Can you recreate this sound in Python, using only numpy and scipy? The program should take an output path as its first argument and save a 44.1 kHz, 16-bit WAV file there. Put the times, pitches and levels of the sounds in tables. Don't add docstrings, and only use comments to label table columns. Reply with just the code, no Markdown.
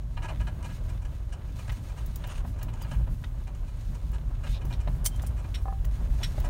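import sys
import numpy as np
from scipy import signal
from scipy.fft import rfft, irfft
from scipy.io import wavfile
from scipy.ndimage import uniform_filter1d

SR = 44100
rng = np.random.default_rng(int(sys.argv[2]) if len(sys.argv) > 2 else 0)


def file_out(sig):
    cols = np.atleast_2d(sig).T
    lim = np.clip(cols, -1, 1)
    pcm = np.round(lim * 32767).astype(np.int16)
    wavfile.write(sys.argv[1], SR, pcm)


N = 286209



def amp(db):
    return 10 ** (np.asarray(db) / 20)


def unit(x):
    return x / np.sqrt(np.mean(x ** 2) + 1e-20)


def curves(table):
    time_s, *columns = np.transpose(table)
    return [np.interp(np.arange(N) / SR, time_s, column) for column in columns]


def walk(rate_hz):
    size = max(2, int(SR / rate_hz))
    held = np.repeat(rng.standard_normal(N // size + 1), size)
    smooth = uniform_filter1d(uniform_filter1d(held, size), size)
    return unit(smooth[:N])


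def convolve(x, response):
    return signal.oaconvolve(x, response)[:len(x)]


def body(points, size=8192):
    hz, db = np.transpose(points)
    log_hz = np.log(np.fft.rfftfreq(size, 1 / SR) + 1)
    log_gain = np.log(amp(np.interp(log_hz, np.log(hz), db)))
    cepstrum = irfft(log_gain)
    cepstrum[1:size // 2] *= 2
    cepstrum[size // 2 + 1:] = 0
    response = irfft(np.exp(rfft(cepstrum)))
    return response / np.linalg.norm(response)


def ring(modes, size=8192):
    t = np.arange(size) / SR
    response = sum(amp(db - 60 * t / t60) * np.sin(2 * np.pi * hz * t) for hz, db, t60 in modes)
    return response / np.linalg.norm(response)


def grains(rate_hz, spread_db):
    hit = rng.random(N) < rate_hz / SR
    sizes = amp(spread_db * np.clip(rng.standard_normal(N), -2, 2))
    return unit(hit * sizes * np.sign(rng.standard_normal(N)))


def steady(x, window_s):
    power = uniform_filter1d(x ** 2, max(2, int(window_s * SR)))
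    return x / np.sqrt(power + 1e-9)


def swells(events, rise_s, fall_s):
    t = np.arange(N) / SR
    gain = np.zeros(N)
    for start_s, length_s, db in events:
        rise = np.clip((t - start_s) / rise_s, 0, 1)
        fall = np.clip(1 - (t - start_s - length_s) / fall_s, 0, 1)
        gain += amp(db) * rise * fall
    return gain


def chatter(events, response, rate_hz, spread_db, t60_s, rise_s=0, size=8192):
    out, t = np.zeros(N + 2 * size), np.arange(size) / SR
    contacts = np.pad(steady(grains(rate_hz, spread_db), 0.016), (0, size))
    build = np.minimum((t + 1 / SR) / (rise_s + 1 / SR), 1)
    for start_s, length_s, db in events:
        start, length_s = int(start_s * SR), max(length_s, .002)
        decay = amp(-60 * np.maximum(t - length_s * 0.87, 0) / t60_s)
        blow = convolve(contacts[start:start + size] * build * decay, response)
        rms = np.sqrt(np.sum(blow ** 2) / (length_s * SR) + 1e-12)
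        out[start:start + size] += amp(db) * blow / rms
    return out[:N]


def struck(events, modes, uneven_db):
    out = np.zeros(N)
    spots = rng.standard_normal((len(events), len(modes)))
    for (start_s, db), spot in zip(events, spots):
        note = ring([(hz, mode_db + uneven_db * chance, t60) for (hz, mode_db, t60), chance in zip(modes, spot)])
        note = note / np.sqrt(np.mean(note[:SR // 100] ** 2))
        start = int(start_s * SR)
        out[start:start + len(note)] = amp(db) * note[:N - start]
    return out


def cab(x, wet_db, t60_s):
    t = np.arange(SR // 4) / SR
    tail = rng.standard_normal(len(t)) * amp(-60 * t / t60_s) * (t > .002)
    return x + amp(wet_db) * convolve(x, tail / np.linalg.norm(tail))


# time_s, nominal_turn_hz, firing_rel_db, higher_orders_rel_db
ENGINE = [(0.0, 16.7, -52, -32.5), (0.16, 16.6, -34, -35), (0.54, 17.1, -46, -36.5),
          (2.33, 17.0, -38, -44.5), (2.37, 16.8, -28, -57), (2.48, 17.2, -37, -32),
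          (2.75, 16.6, -36, -38.5), (3.11, 17.0, -34, -34.5), (3.4, 16.4, -37, -38), (3.96, 16.9, -36, -35),
          (5.28, 17.6, -40.5, -33), (5.86, 16.3, -35, -30), (6.36, 17, -31.5, -31.5),
          (6.49, 16.3, -28, -27)]
# turn_multiple, rel_db
ENGINE_ORDERS = [(2, 0), (3, -0.5), (4, -10), (5, -36), (6, -21), (6.5, -15), (7, -15.5)]


def engine():
    turn_hz, firing_db, higher_db = curves(ENGINE)
    phase = 2 * np.pi * np.cumsum(turn_hz * (1.01 + 0.01213 * walk(9))) / SR
    drone = np.zeros(N)
    for multiple, order_db in ENGINE_ORDERS:
        level_db = firing_db if multiple == 2 else higher_db
        gain = amp(level_db + order_db + walk(6.2))
        drone += gain * np.sin(multiple * phase + rng.uniform(0, 2 * np.pi))
    return drone * amp(1.55)


# time_s, rel_db
SWAY = [(0.0, -48), (0.38, -34), (0.7, -38.5), (0.87, -30.5), (1.61, -38), (2.15, -36.5), (2.51, -32),
        (2.73, -40), (3.11, -32.5), (3.58, -34.5), (4.79, -32.5), (5.04, -27), (5.33, -33), (6.49, -27)]
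SWAY_COLOUR = [(12, -39), (21, -15), (28, -0.5), (45, 7), (58, 7.5), (72, -5.5), (95, -10.5), (140, -60)]
# time_s, rel_db
BOOM = [(0.0, -45), (0.4, -37.5), (1.19, -42.5), (1.59, -40), (1.9, -42), (2.78, -38.5), (2.96, -36.5),
        (3.45, -43.5), (4.12, -40), (4.57, -39.5), (4.79, -36.5), (5.75, -40.5), (6.25, -36), (6.49, -39.5)]
BOOM_COLOUR = [(50, -34), (78, 2.5), (100, 1.5), (118, -1.5), (160, -7.5), (200, -16.5), (240, -17),
               (310, -25), (500, -58.5)]
# start_s, shake_length_s, rel_db
THUMPS = [(0.162, 0.044, -31.5), (.37, .05, -31.5), (.885, 0.084, -31), (1.69, 0.016, -27),
          (2.45, 0.063, -28.5), (2.67, 0.019, -29.5), (2.92, 0.1, -24.5), (3.09, 0.049, -27.5),
          (3.885, 0.036, -32), (4.04, 0.098, -32), (4.491, 0.038, -26), (4.65, 0.035, -26),
          (4.875, 0.025, -23.5), (6.09, 0.042, -25.5), (6.379, .03, -30)]
THUMP_RISE_S, THUMP_FALL_S = 0.016, 0.041
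THUMP_RING_DB, THUMP_SWAY_DB, THUMP_BOOM_DB = -3, -1, -9.5


def rumble():
    (sway_db,), (boom_db,) = curves(SWAY), curves(BOOM)
    shaken = swells(THUMPS, THUMP_RISE_S, THUMP_FALL_S)
    sway = steady(convolve(rng.standard_normal(N), body(SWAY_COLOUR)), 0.103)
    boom = steady(convolve(rng.standard_normal(N), body(BOOM_COLOUR)), 0.07)
    sway_gain = np.hypot(amp(sway_db - 0.35 + 1.6 * walk(11)), amp(THUMP_SWAY_DB) * shaken)
    boom_gain = np.hypot(amp(boom_db + 1.07), amp(THUMP_BOOM_DB) * shaken)
    return sway * sway_gain + boom * boom_gain


BODY_MODES = [(45.6, 0, 0.34), (64, -0.5, 0.13), (101.6, -1.5, 0.16), (165, -16.5, 0.12), (229, -20, 0.15)]


def thumps():
    blows = [(start_s, db + THUMP_RING_DB) for start_s, _, db in THUMPS]
    return struck(blows, BODY_MODES, uneven_db=3.5)


# time_s, rel_db
TYRES = [(0.0, -59), (0.11, -59), (0.22, -55), (0.36, -53.5), (0.98, -57), (1.32, -57), (1.5, -55.5),
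         (2.04, -55.5), (2.82, -54.5), (3.13, -57.5), (3.34, -58.5), (4.36, -56.5), (4.84, -52.5),
         (5.04, -52.5), (5.71, -55.5), (6.49, -52.5)]
GRIND_COLOUR = [(180, -18), (310, -0.5), (370, 2), (440, -3), (590, 1), (690, -3), (790, -5), (1000, -4),
                (1350, -9.5), (1650, -11.5), (2000, -18), (3000, -20.5), (5000, -43), (9000, -62)]
SNAP_COLOUR = [(500, -6), (1100, -2), (1700, -0.5), (2300, -3.5), (3100, -2), (3800, -5), (4800, -14),
               (7000, -22), (11000, -27.5), (15000, -34)]
# start_s, length_s, rel_db
GRIT_PATCHES = [(.62, 0.12, -70.5), (.72, 0.18, -78), (1.53, .22, -66.5), (1.8, 0.37, -71.5),
                (2.25, .12, -68), (3.62, .32, -72.5), (4.43, .1, -63.5), (5.05, .12, -69.5),
                (5.9, 0.15, -68), (6.1, 0.36, -67)]
GRIT_COLOUR = [(900, -7), (1900, 8), (3000, 5.5), (4200, 6.5), (5200, 3), (6500, 4.5), (7600, -1.5),
               (9500, 3), (10300, -9.5), (12000, -2.5), (15500, -7)]
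GRIT_RISE_S, GRIT_FALL_S, GRIT_BASE_REL_DB = 0.042, 0.057, -75


def tyres():
    grind_db, = curves(TYRES)
    crunch = unit(grains(350, 2.7) + 1.28 * rng.standard_normal(N))
    grind = convolve(crunch, body(GRIND_COLOUR)) * amp(grind_db + 0.27 + 1.67 * walk(28))
    pebbles = convolve(grains(140, 2.7), body(SNAP_COLOUR)) * amp(grind_db - 15.5 + 4.9 * walk(22))
    sand = unit(rng.standard_normal(N) + 0.5 * grains(200, 6.2))
    loose = np.hypot(amp(GRIT_BASE_REL_DB), swells(GRIT_PATCHES, GRIT_RISE_S, GRIT_FALL_S))
    grit = convolve(sand, body(GRIT_COLOUR)) * loose * amp(7.5 + 1.7 * walk(30))
    return grind + cab(pebbles + grit, wet_db=-4.5, t60_s=0.021)


FAINT_SPREAD_DB = 3


def by_chance(mean_rate_hz, length_s, offset_db, count=80):
    chance = rng.standard_normal((count, 2))
    times_s = np.cumsum(np.exp(.5 * chance[:, 0])) / mean_rate_hz
    levels_db = np.interp(times_s, *np.transpose(TYRES)) + offset_db + FAINT_SPREAD_DB * chance[:, 1]
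    return [(start_s, length_s, db) for start_s, db in zip(times_s, levels_db) if start_s < N / SR]


# start_s, length_s, rel_db, treble_over_level_db
RATTLES = [(.166, 0.016, -44.5, -24), (0.218, 0.049, -45.5, -13), (0.279, .026, -45.5, -14),
           (0.396, 0.025, -48.5, -12.5), (0.465, 0.021, -46.5, -15), (.625, 0.005, -50, -4),
           (0.64, .023, -48, -8.5), (0.687, 0.029, -54, -16), (1.045, 0.014, -54.5, -7),
           (1.32, 0.021, -51.5, -6), (1.585, .015, -51, -7), (1.675, 0.0096, -49.5, -8),
           (1.716, 0.01, -51, -8), (1.97, 0.023, -53.5, -7), (2.237, 0.016, -48.5, -14),
           (2.611, 0.018, -52, -16), (2.68, 0.01, -50, -29), (2.731, 0.012, -53.5, -6),
           (2.84, 0.017, -51, -28), (2.908, 0.013, -45.5, -10), (2.936, .009, -50, -23),
           (3.468, 0.014, -52.5, -10), (3.545, .007, -58.5, -2.5), (3.947, .007, -58.5, -1.5),
           (4.128, .034, -54.5, -8.5), (4.432, 0.022, -48.5, -13), (4.607, .016, -52.5, -13),
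           (4.699, 0.022, -51, -13), (5.363, 0.049, -57.5, -7), (5.439, .01, -51.5, -19),
           (6.444, .02, -52.5, -7.5)]
TRIM_COLOUR = [(200, -24), (400, -2.5), (600, 3), (850, 1), (1250, 1), (1650, 0.5), (2100, -3.5),
               (2480, -1.5), (2700, -3), (2950, -1), (3400, -16.5), (4100, -7), (5000, -27), (9000, -38)]
TRIM_EDGE_COLOUR = [(2500, -27), (4500, -5), (5600, 2), (6300, 2), (7200, 3.5), (8000, 0.5), (9600, 0.5),
                    (10400, -14), (15500, -17)]
TRIM_MODES = [(590, -11, 0.025), (772, -1, 0.13), (994, 6, 0.072), (1294, 0.5, 0.074), (1657, 2.5, 0.071),
              (2407, 0, 0.038), (2840, -2, 0.023), (3970, -29, .04)]


def trim():
    panel = body(TRIM_COLOUR) + amp(-1.5) * ring(TRIM_MODES)
    faint = by_chance(2.5, length_s=0.02, offset_db=-4.5)
    rattles = [row[:3] for row in RATTLES] + faint
    edges = [(start_s, length_s, db + treble_db) for start_s, length_s, db, treble_db in RATTLES]
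    edges += [(start_s, length_s, db - 6.0) for start_s, length_s, db in faint]
    buzz = chatter(rattles, panel, rate_hz=1500, spread_db=1.0, t60_s=0.038, rise_s=0.0064)
    rasp = chatter(edges, body(TRIM_EDGE_COLOUR), rate_hz=2500, spread_db=1.5, t60_s=0.016, rise_s=0.0071)
    return amp(1.2) * buzz + rasp


# start_s, rel_db
TICKS = [(1.72, -52), (2.061, -44.5), (2.158, -40), (2.271, -47), (2.629, -40.5), (2.82, -45), (4.116, -53),
         (4.651, -48.5), (5.849, -44.5), (6.4, -43.5)]
TICK_COLOUR = [(1500, -20), (4000, -12.5), (6600, -7), (9000, -12.5), (11500, -7.5), (14000, -6),
               (15100, -4), (15600, 1), (16000, 4)]
TICK_S = 0.0048
# start_s, length_s, rel_db
CLASHES = [(5.042,0.0097,-42), (5.052,0.0098,-31), (5.059,0.007,-25.5), (5.067,0.0058,-46),
           (5.158,0.005,-51), (5.218,0.012,-50), (5.264,0.0095,-45)]
GEAR_COLOUR = [(350, -35), (600, -8), (1010, -14.5), (1790, -22), (2260, -13), (2930, -22), (3190, -8),
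               (3700, -14), (4250, -10), (7760, -7), (9270, 1), (11900, -6.5), (15800, -8.5)]
GEAR_MODES = [(3140, -11, 0.06), (4730, -21, 0.072), (5500, -24, 0.087), (6200, -3, .03), (7350, -1, 0.037),
              (7477, -13, 0.099), (8479, -0.5, 0.05), (9135, -19, .05), (9460, -3, 0.033),
              (15540, -5, 0.035)]
# start_s, length_s, rel_db, free_ring_over_level_db
CLANKS = [(4.724, 0.018, -45.5, -10), (5.542, 0.018, -41, -2.5), (6.229, 0.019, -34, -1)]
BUCKLE_COLOUR = [(500, -60), (1300, -5), (2100, -3.5), (2520, 0), (2800, -5), (3100, -2.5), (3850, 3),
                 (4700, -9.5), (5600, -7), (6600, -16.5), (8400, -15), (10400, -26), (12300, -21),
                 (15500, -32)]
BUCKLE_MODES = [(2600, -9, .06), (3000, 1, .07), (3970, -8, .045), (5500, -5.5, 0.16), (5570, -1, 0.12),
                (7200, -13, .05), (8490, -8.5, 0.11), (11100, -17, .09), (12240, -15, .06)]


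def loose_gear():
    tick_rows = [(start_s, TICK_S, db) for start_s, db in TICKS]
    ticks = chatter(tick_rows, body(TICK_COLOUR), rate_hz=2800, spread_db=2.5, t60_s=0.017)
    gear = body(GEAR_COLOUR) + amp(-4.5) * ring(GEAR_MODES)
    clashes = chatter(CLASHES, gear, rate_hz=5300, spread_db=3, t60_s=0.03, rise_s=.002)
    clank_rows = [row[:3] for row in CLANKS]
    clanks = chatter(clank_rows, body(BUCKLE_COLOUR), rate_hz=3000, spread_db=4.5, t60_s=0.055, rise_s=0.001)
    free = [(start_s + length_s * .3, db + ring_db) for start_s, length_s, db, ring_db in CLANKS]
    buckle = struck(free, BUCKLE_MODES, uneven_db=0.5)
    return amp(6.0) * ticks + amp(0.5) * clashes + amp(-1.7) * clanks + buckle


# start_s, length_s, rel_db
KNOCKS = [(.232, 0.02, -47), (.3, 0.03, -44.5), (.478, 0.016, -49.5), (2.448, 0.0068, -42),
          (3.072, 0.0076, -44), (4.873, .014, -39.5), (5.236, .0042, -41), (5.444, 0.0068, -45.5),
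          (6.2, 0.023, -47.5), (6.344, .006, -54), (6.378, 0.0074, -38.5), (6.441, 0.017, -44),
          (6.468, .015, -45)]
KNOCK_COLOUR = [(120, -1), (300, 1.5), (430, -9.5), (600, 2), (780, -3), (1000, -5), (1400, -15),
                (2200, -20.5), (6000, -44)]
# start_s, length_s, rel_db
SNAPS = [(1.695, 0.0098, -41.5), (2.239, 0.0032, -40), (3.239, 0.0077, -43.5), (4.875, .005, -47.5),
         (5.192, 0.0082, -49.5), (5.846, 0.0064, -50)]


def stones():
    faint = by_chance(5, length_s=.008, offset_db=-1)
    knocks = chatter(list(KNOCKS) + faint, body(KNOCK_COLOUR), rate_hz=4000, spread_db=1, t60_s=0.022)
    snaps = chatter(SNAPS, body(SNAP_COLOUR), rate_hz=4000, spread_db=7, t60_s=0.016)
    return amp(2.5) * knocks + amp(0.6) * snaps


def jolts():
    panels = trim()
    band = signal.butter(2, [400, 1400], "bandpass", fs=SR, output="sos")
    low_part = signal.sosfilt(band, panels)
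    hollow_tail = cab(low_part, wet_db=-3.5, t60_s=0.24) - low_part
    hard_parts = cab(loose_gear() + stones(), wet_db=-7.5, t60_s=0.069)
    return cab(panels, wet_db=-4.5, t60_s=0.11) + hollow_tail + hard_parts


# start_s, rel_db
BOUNCES = [(5.656, -38.5), (5.6826, -35.5), (5.7257, -41.5)]
VESSEL_MODES = [(610, -16, .03), (780, 3.5, 0.17), (1020, 3, 0.027), (1110, -3, 0.032), (1225, -10, 0.13),
                (1710, -15, 0.27), (1964, -30, .15)]


def vessel():
    padding = signal.butter(2, 1600, fs=SR, output="sos")
    return signal.sosfilt(padding, struck(BOUNCES, VESSEL_MODES, uneven_db=2))


def scrape(pressure, panel, rate_hz, rough_db):
    slips = grains(rate_hz, 0.92) * amp(rough_db * walk(90))
    sound = np.zeros(N)
    for k, (hz, width_hz, db) in enumerate(panel):
        resonance = signal.lfilter(*signal.iirpeak(hz, hz / width_hz, fs=SR), slips)
        sound += (-1) ** k * amp(db) * resonance
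    return unit(sound) * pressure


# start_s, length_s, rel_db
DOOR_SCRAPE = [(2.19, 0.032, -50), (2.25, .14, -47.5), (2.76, 0.069, -50), (2.84, .11, -58)]
WINDOW_SCRAPE = [(4.46, 0.11, -49.5)]
# freq_hz, width_hz, rel_db
DOOR_PANEL = [(750, 490, 5), (1620, 750, 2), (2880, 480, 2.5), (6750, 490, -4.5), (8400, 600, -8),
              (9440, 500, -8.5)]
WINDOW_PANEL = [(2470, 220, 0), (3680, 480, 3), (5300, 1300, -7.5), (7500, 3400, -19)]


def brush():
    door_pressure = swells(DOOR_SCRAPE, rise_s=0.04, fall_s=0.029)
    window_pressure = swells(WINDOW_SCRAPE, rise_s=0.1, fall_s=0.023)
    door = scrape(door_pressure, DOOR_PANEL, rate_hz=1800, rough_db=3)
    return door + scrape(window_pressure, WINDOW_PANEL, rate_hz=6200, rough_db=2.0)


# start_s, length_s, pitch_hz, level_db
SQUEAKS = [(2.824, 0.021, 4790, -55), (5.106, 0.075, 3140, -58.5)]


def squeaks():
    out = np.zeros(N)
    for start_s, length_s, pitch_hz, db in SQUEAKS:
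        start, size = int(start_s * SR), int(length_s * SR)
        swell = np.interp(np.arange(size) / size, [0, .2, .75, 1], [0, 1, 1, 0])
        unsteady_hz = pitch_hz * (1 + .006 * walk(520)[:size])
        tone = np.sqrt(2) * np.sin(2 * np.pi * np.cumsum(unsteady_hz) / SR)
        out[start:start + size] = amp(db) * swell * tone
    return out


def scene():
    ride = engine() + rumble() + thumps() + tyres()
    return (ride + jolts() + vessel() + brush() + squeaks())[None, :]


def record(dry):
    return signal.sosfilt(signal.ellip(10, .2, 80, 15800, fs=SR, output="sos"), dry)


dry = scene()
out = record(dry)
file_out(out)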